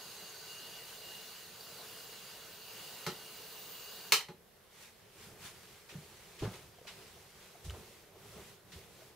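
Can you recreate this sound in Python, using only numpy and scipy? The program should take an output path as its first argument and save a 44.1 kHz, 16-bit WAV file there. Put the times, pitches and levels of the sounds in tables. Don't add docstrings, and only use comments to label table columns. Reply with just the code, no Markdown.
import sys
import numpy as np
from scipy import signal
from scipy.fft import rfft, irfft, next_fast_len
from scipy.io import wavfile
from scipy.ndimage import uniform_filter1d

SR = 44100
rng = np.random.default_rng(int(sys.argv[2]) if len(sys.argv) > 2 else 0)


def unload_audio(sound):
    columns = np.transpose(np.atleast_2d(sound))
    steps = np.round(np.clip(columns, -1, 1) * 32767)
    wavfile.write(sys.argv[1], SR, steps.astype(np.int16))


N = 403515
T = np.arange(N) / SR

# (frequency [Hz], left-right likeness [0-1])
CLOTH_SAME = [(60, 0.92), (180, 0.95), (550, 0.91), (1650, 0.76), (4970, 0.28), (15000, 0.061)]


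def amp(db):
    return 10 ** (np.asarray(db) / 20)


def evened(x):
    return x / np.sqrt(np.mean(x ** 2) + 1e-20)


def read(points, hz):
    f, value = np.transpose(points)
    return np.interp(np.log(hz + 1), np.log(f + 1), value)


def curves(rows):
    s, *columns = np.transpose(rows)
    return [np.interp(T, s, c) for c in columns]


def add(mix, s, sound):
    part = mix[round(s * SR):][:len(sound)]
    part += sound[:len(part)]


def noise(shape, same, patchy_db):
    size = next_fast_len(N)
    hz = np.fft.rfftfreq(size, 1 / SR)
    left, other = rfft(rng.standard_normal((2, size)))
    likeness = np.clip(read(same, hz), -1, 1)
    right = likeness * left + np.sqrt(1 - likeness ** 2) * other
    pair = irfft(np.array([left, right]) * amp(read(shape, hz)), size)
    z = signal.stft(pair, nperseg=512)[2]
    patches = uniform_filter1d(rng.standard_normal(z.shape[1:]), size=10, axis=1)
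    patches = uniform_filter1d(patches, size=6, axis=0)
    return evened(signal.istft(z * amp(patchy_db * evened(patches)), nperseg=512)[1][:, :N])


def resonate(x, hz, width):
    turn = np.exp(2j * np.pi * hz * T)
    r = np.exp(-np.pi * width / SR)
    return 2 * (turn * signal.lfilter([1 - r], [1, -r], x / turn)).real


def wander(per_s):
    rates = np.geomspace(per_s / 20, per_s, num=12)[:, None]
    coarse = T[::256]
    waves = np.sin(2 * np.pi * (rates * coarse + rng.random(rates.shape)))
    drift = (waves / np.sqrt(rates)).sum(0)
    return evened(np.interp(T, coarse, drift))


def ring(modes, spread=0.02):
    t = T[:SR // 2]
    return sum(amp(db - 60 * t / t60) * np.sin(2 * np.pi * hz * (1 + spread * rng.standard_normal()) * t)
               for hz, db, t60 in modes)


def flattened(x, width_hz):
    z = rfft(x)
    bins = int(width_hz * x.shape[-1] / SR) + 1
    power = uniform_filter1d(abs(z) ** 2, size=bins, axis=-1)
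    return irfft(z / np.sqrt(power + 1e-20), x.shape[-1])


def motor():
    # (time [s], whir level [dB], shell ring over the hiss [dB], top hiss [dB], gear whine [dB])
    run = [(0.0, -50.5, 10, -67, -78), (0.23, -49.5, 8.5, -68, -60), (0.43, -52, 11.5, -61, -71),
           (0.5, -49.5, 8.5, -64, -55), (0.87, -49.5, 2, -61, -62), (0.91, -49, 4, -61, -78),
           (0.99, -50.5, 5, -61, -75), (1.05, -49, 1, -61, -54), (1.28, -49.5, 5, -61, -65),
           (1.52, -52, 5, -63, -74), (1.8, -48.5, 1, -62, -70), (2.4, -50.5, 3, -65, -66),
           (2.6, -52.5, 6.5, -63, -68), (2.76, -48, -1, -59, -68), (3.04, -48, 0, -60, -61),
           (3.2, -50, 1, -63, -67), (3.65, -49.5, 2, -54, -69.5), (3.84, -50.5, 7.5, -56, -61),
           (4.05, -49.5, 4.5, -58, -63)]
    # (frequency [Hz], relative density [dB per Hz])
    brush_spectrum = [(59, -38), (100, -7.5), (177, -3.5), (264, -11), (439, -2), (542, -5), (1530, -6.5),
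                      (2230, -8.5), (2880, -6), (3130, -5.5), (4680, -5.5), (5540, -9), (6700, -10.5),
                      (7930, -11.5), (15600, -11)]
    # (frequency [Hz], relative density [dB per Hz])
    top_spectrum = [(10500, -67), (12500, -34), (13500, -35), (14600, 0), (16000, -23)]
    # (frequency [Hz], left-right likeness [0-1])
    whir_same = [(60, 0.61), (180, 0.88), (550, 0.89), (1650, 0.86), (4970, 0.55), (15000, 0.17)]
    # (frequency [Hz], width [Hz], relative level [dB])
    shell_modes = [(434, 21, -6.5), (1508, 24, -5), (4030, 49, -1.5), (4360, 82, -9), (4590, 136, -4),
                   (6560, 270, -4), (7200, 90, -9), (11200, 670, -19)]
    whine_hz, shaft_hz = 2844, 63
    blur_db, blur_width_hz, blur_waver_db = -17.5, 380, 2.5
    stop_s, coast_s = 4.16, 0.026

    whir_db, ring_db, top_db, whine_db = curves(run)
    shaft_turns = np.cumsum(shaft_hz * (1 + 0.0517 * wander(4))) / SR
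    throb = np.cos(2 * np.pi * shaft_turns)

    hiss = noise(brush_spectrum, whir_same, patchy_db=1.37) * (1 + 0.029 * throb)
    shell = sum(amp(db) * resonate(hiss, hz, width) for hz, width, db in shell_modes)
    whir = evened(hiss + amp(ring_db) * shell)
    top = noise(top_spectrum, whir_same, patchy_db=2.0)

    teeth = np.cumsum(whine_hz * (1 + 0.002 * wander(25))) / SR
    flutter = amp(1.8 * wander(30))
    whine = np.sqrt(2) * np.cos(2 * np.pi * teeth) * (1 + 0.38 * throb) * flutter
    blur = resonate(resonate(hiss, whine_hz, blur_width_hz), whine_hz, blur_width_hz)
    blur = amp(blur_db + blur_waver_db * wander(12)) * evened(blur)

    running = np.clip((stop_s - T) / coast_s, 0, 1)
    return running * (amp(whir_db) * (whir + blur) + amp(top_db) * top + amp(whine_db) * whine)


def blows():
    # (time [s], crack level [dB], low table boom [dB], brightness [dB per octave])
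    strikes = [(3.0646, -49, -37, -1.5), (4.1211, -32.5, -49, 0.7), (4.285, -65, -46, -3.5)]
    # (frequency [Hz], relative density [dB per Hz])
    crack_spectrum = [(120, -65), (200, -19), (258, -56), (422, -9), (506, -9.5), (940, 0), (1510, -4),
                      (2210, -2), (3610, -6.5), (3890, -0.5), (6350, -9), (15500, -16.5)]
    # (frequency [Hz], relative level [dB], time to fall 60 dB [s])
    body_modes = [(432, 1.5, 0.15), (947, 2.5, .07), (1295, 5.5, 0.045), (2163, 2, 0.081),
                  (3085, 11.5, 0.013), (3800, -8, 0.03), (5000, -13, 0.02), (5900, 10, 0.022)]
    # (frequency [Hz], relative level [dB], time to fall 60 dB [s])
    table_modes = [(166, -2.5, 0.062), (179, -6, 0.057), (370, -2.5, 0.084), (446, -5, 0.075),
                   (584, -11.5, 0.063), (838, -4, 0.046)]

    out, size, cut = np.zeros(N), 4096, 128
    hz, t = np.fft.rfftfreq(size, 1 / SR), T[:size]
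    thin = signal.butter(4, 330, "high", fs=SR, output="sos")
    for s, db, boom_db, tilt_db in strikes:
        burst = flattened(rng.standard_normal(size) * amp(-60 * t / 0.016), 250)
        tilt = amp(tilt_db * np.log2((hz + 50) / 3000)) * hz / (hz + 300)
        crack = irfft(rfft(burst) * amp(read(crack_spectrum, hz)) * tilt)
        body = irfft(rfft(ring(body_modes, spread=0.0081)[:size]) * tilt)
        hit = evened(crack) + amp(-9.5) * evened(body)
        onset = np.minimum(t[:-cut] / 0.00057, 1)
        add(out, s, amp(db) * signal.sosfilt(thin, hit[:-cut] * onset))
        boom = ring(table_modes)
        boom_onset = np.minimum(T[:len(boom)] / 0.006, 1)
        add(out, s + 0.00372, amp(boom_db) * boom * boom_onset)
    return out


def sleeve():
    # (time [s], rustle level [dB], level of the drag on the housing [dB])
    moves = [(4.36, -71.5, -79), (4.7, -66.5, -78.5), (4.83, -55, -69), (4.93, -65, -77), (5.12, -65, -74),
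             (5.24, -55, -62), (5.37, -64, -63), (5.46, -47.5, -60), (5.53, -58.5, -67.5), (5.77, -60, -69),
             (5.86, -63.5, -75), (5.95, -59.5, -62.5), (6.37, -59, -67.5), (6.55, -56.5, -57),
             (6.7, -64.5, -67), (6.82, -65, -71.5), (6.98, -58, -63), (7.33, -62.5, -70.5),
             (7.43, -58.5, -71), (7.6, -63, -67), (7.78, -60, -56.5), (7.92, -60, -66), (8.13, -67, -69.5),
             (8.27, -59.5, -61), (8.38, -58.5, -55.5), (8.49, -57.5, -64.5), (8.62, -70, -70.5),
             (8.78, -58.5, -62.5), (8.88, -64, -66.5), (9.03, -60.5, -66.5), (9.15, -66.5, -70)]
    # (frequency [Hz], relative density [dB per Hz])
    rustle_spectrum = [(290, -34), (500, -27), (620, -15), (914, -6), (1700, -5), (1990, -4), (2610, -4),
                       (4700, -7), (15500, -19.5)]
    drag_spectrum = [(20, -37), (45, -12), (80, -2.5), (160, -3), (230, -8.5), (320, -56)]
    rub_spectrum = [(230, -23), (300, -13), (400, -4), (520, -12), (750, -14.5), (1200, -21.5), (2000, -30)]
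    lift_db, brisk_db, dulling = 4, -63.5, 2.6
    firm_rub_db, firm_db, rub_follow = -58.5, -61, 0.75

    rustle_db, drag_db = curves(moves)
    rub_db = firm_rub_db + rub_follow * (drag_db - firm_db)
    treble_db = lift_db + dulling * np.minimum(rustle_db - brisk_db, 0)

    slips = rng.exponential(1, N // 40 + 1).repeat(40)[:N]
    grains = amp(0.84 * uniform_filter1d(slips, size=30))
    fibres = evened(noise(rustle_spectrum, CLOTH_SAME, patchy_db=1.0) * grains)
    high = signal.sosfiltfilt(signal.butter(2, 6500, "high", fs=SR, output="sos"), fibres)
    rustle = amp(rustle_db) * (fibres - high + amp(treble_db) * high)

    drag = amp(drag_db) * noise(drag_spectrum, CLOTH_SAME, patchy_db=1.2)
    rub = amp(rub_db) * noise(rub_spectrum, CLOTH_SAME, patchy_db=1.8)
    entry = np.clip((T - 4.3) / 0.048, 0, 1)
    return entry * (rustle + drag + rub) + swishes()


def swishes():
    # (time [s], level before the swell and fall [dB], centre frequency [Hz])
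    pulls = [(5.888, -47.5, 2800), (6.388, -46.5, 3200), (6.419, -39.5, 583), (6.433, -47, 1080),
             (6.53, -50, 2500), (6.868, -43.5, 3020), (7.64, -48.5, 6030), (7.735, -48.5, 670),
             (8.717, -49, 3530)]
    rise_s, t60_s = 0.0066, 0.26
    out, t = np.zeros((2, N)), T[:SR // 4]
    fibres = noise([(100, -3), (16000, -15.0)], CLOTH_SAME, patchy_db=1.0)
    swell_and_fall = amp(-60 * t / t60_s) * (1 - np.exp(-t / rise_s))
    for s, db, hz in pulls:
        start = round(s * SR)
        at = slice(start, start + len(t))
        band = signal.butter(1, [hz / 1.8, hz * 1.54], "band", fs=SR, output="sos")
        out[:, at] += amp(db) * swell_and_fall * evened(signal.sosfilt(band, fibres[:, at]))
    return out


def bumps():
    # (time [s], level before the swell and fall [dB], pitch [Hz])
    contacts = [(5.943, -45, 323), (5.953, -28.5, 157), (5.981, -33.5, 152), (6.411, -29, 52),
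                (6.4209, -26, 335), (6.426, -22, 129), (6.432, -25.5, 430), (6.445, -22, 115),
                (6.458, -38, 374), (6.474, -27, 187), (7.644, -35, 75), (7.661, -34.5, 152),
                (7.679, -25.5, 72.4), (7.715, -32, 87), (8.735, -43, 166), (8.755, -36.5, 80.6)]
    rise_cycles = 1
    t60_at_100_hz, damping = 0.098, 0.48
    out, t = np.zeros(N), T[:SR // 3]
    for s, db, hz in contacts:
        t60 = t60_at_100_hz * (100 / hz) ** damping
        swell = 1 - np.exp(-t * hz / rise_cycles)
        add(out, s, amp(db - 60 * t / t60) * swell * np.sin(2 * np.pi * hz * t))
    return out


def ticks():
    # (time [s], level of the ring's main mode before a small trim [dB], pitch [Hz], snap [dB])
    contacts = [(1.609, -41, 4900, -60), (6.786, -52.5, 706, -62), (6.815, -48.5, 500, -66),
                (6.853, -50, 600, -62), (7.554, -50.5, 704, -64), (7.698, -39, 3150, -52),
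                (7.7058, -45.5, 1320, -44), (9.02, -51.5, 660, -64)]
    # (pitch ratio, trim [dB], share of the ring time)
    cluster = [(1, -3, 1), (.93, -8, 1), (1.1, -9, .7), (1.9, -14, .4)]
    t60_at_1_khz, damping = 0.048, 0.64
    snap_t60_s = 0.022
    out, t = np.zeros(N), T[:2048]
    band = signal.butter(2, [900, 6500], "band", fs=SR, output="sos")
    for s, db, hz, snap_db in contacts:
        t60 = t60_at_1_khz * (1000 / hz) ** damping
        modes = [(ratio * hz, mode_db, share * t60) for ratio, mode_db, share in cluster]
        add(out, s, amp(db) * ring(modes))
        snap = evened(signal.sosfilt(band, rng.standard_normal(len(t))))
        add(out, s, amp(snap_db - 60 * t / snap_t60_s) * snap)
    return out


def room(x):
    # (frequency [Hz], time to fall 60 dB [s])
    decay = [(300, 0.24), (1000, 0.19), (3000, 0.22), (7000, .2), (14000, 0.18)]
    # (frequency [Hz], left-right likeness [0-1])
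    room_same = [(60, 1), (180, 0.91), (550, 0.98), (1650, 0.85), (4970, 0.44), (15000, 0.05)]
    taps = np.zeros((2, SR // 2))
    starts = np.arange(60, SR // 2 - 20, 12)
    at = starts + rng.integers(0, 12, (2, len(starts)))
    np.put_along_axis(taps, at, rng.choice([-1., 1.], at.shape), 1)
    hz, t, z = signal.stft(taps, SR, nperseg=128)
    same = np.clip(read(room_same, hz), -1, 1)[:, None]
    z = np.array([z[0], same * z[0] + np.sqrt(1 - same ** 2) * z[1]])
    fall = amp(-60 * t / read(decay, hz)[:, None])
    tail = flattened(signal.istft(z * fall, SR, nperseg=128)[1], 91)
    tail = tail[:, 60:-2000]
    return signal.fftconvolve(x[None], tail / np.linalg.norm(tail[0]), axes=1)[:, :N]


def hush():
    # (frequency [Hz], relative density [dB per Hz])
    hush_spectrum = [(15, -40), (25, -8), (164, -3), (227, -5), (281, -20), (433, -3), (970, -13.5),
                     (2120, -16), (2300, -29), (3260, -19), (7910, -23.5), (12500, -17.5), (15500, -22)]
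    # (frequency [Hz], left-right likeness [0-1])
    hush_same = [(60, 0.85), (180, 0.61), (550, 0.35), (1650, 0.25), (4970, 0.13), (15000, 0.015)]
    return amp(-64) * noise(hush_spectrum, hush_same, patchy_db=1.0)


def scene():
    hits = blows()
    near = bumps() + ticks()
    echoes = amp(6.5) * room(hits) + room(amp(-12) * near)
    return motor() + hits + sleeve() + near + echoes + hush()


def record(dry):
    # (frequency [Hz], left over right [dB])
    balance = [(60, -1.5), (240, -0.5), (950, -0.5), (3770, -0.5), (15000, -1.5)]
    edge_hz = 15730
    size = next_fast_len(N)
    half_db = read(balance, np.fft.rfftfreq(size, 1 / SR)) / 2
    pair = irfft(rfft(dry, size) * amp([half_db, -half_db]), size)[:, :N]
    low_pass = signal.firwin(1023, edge_hz, window=("kaiser", 9), fs=SR)
    return signal.oaconvolve(pair, low_pass[None], "same")


dry = scene()
out = record(dry)
unload_audio(out)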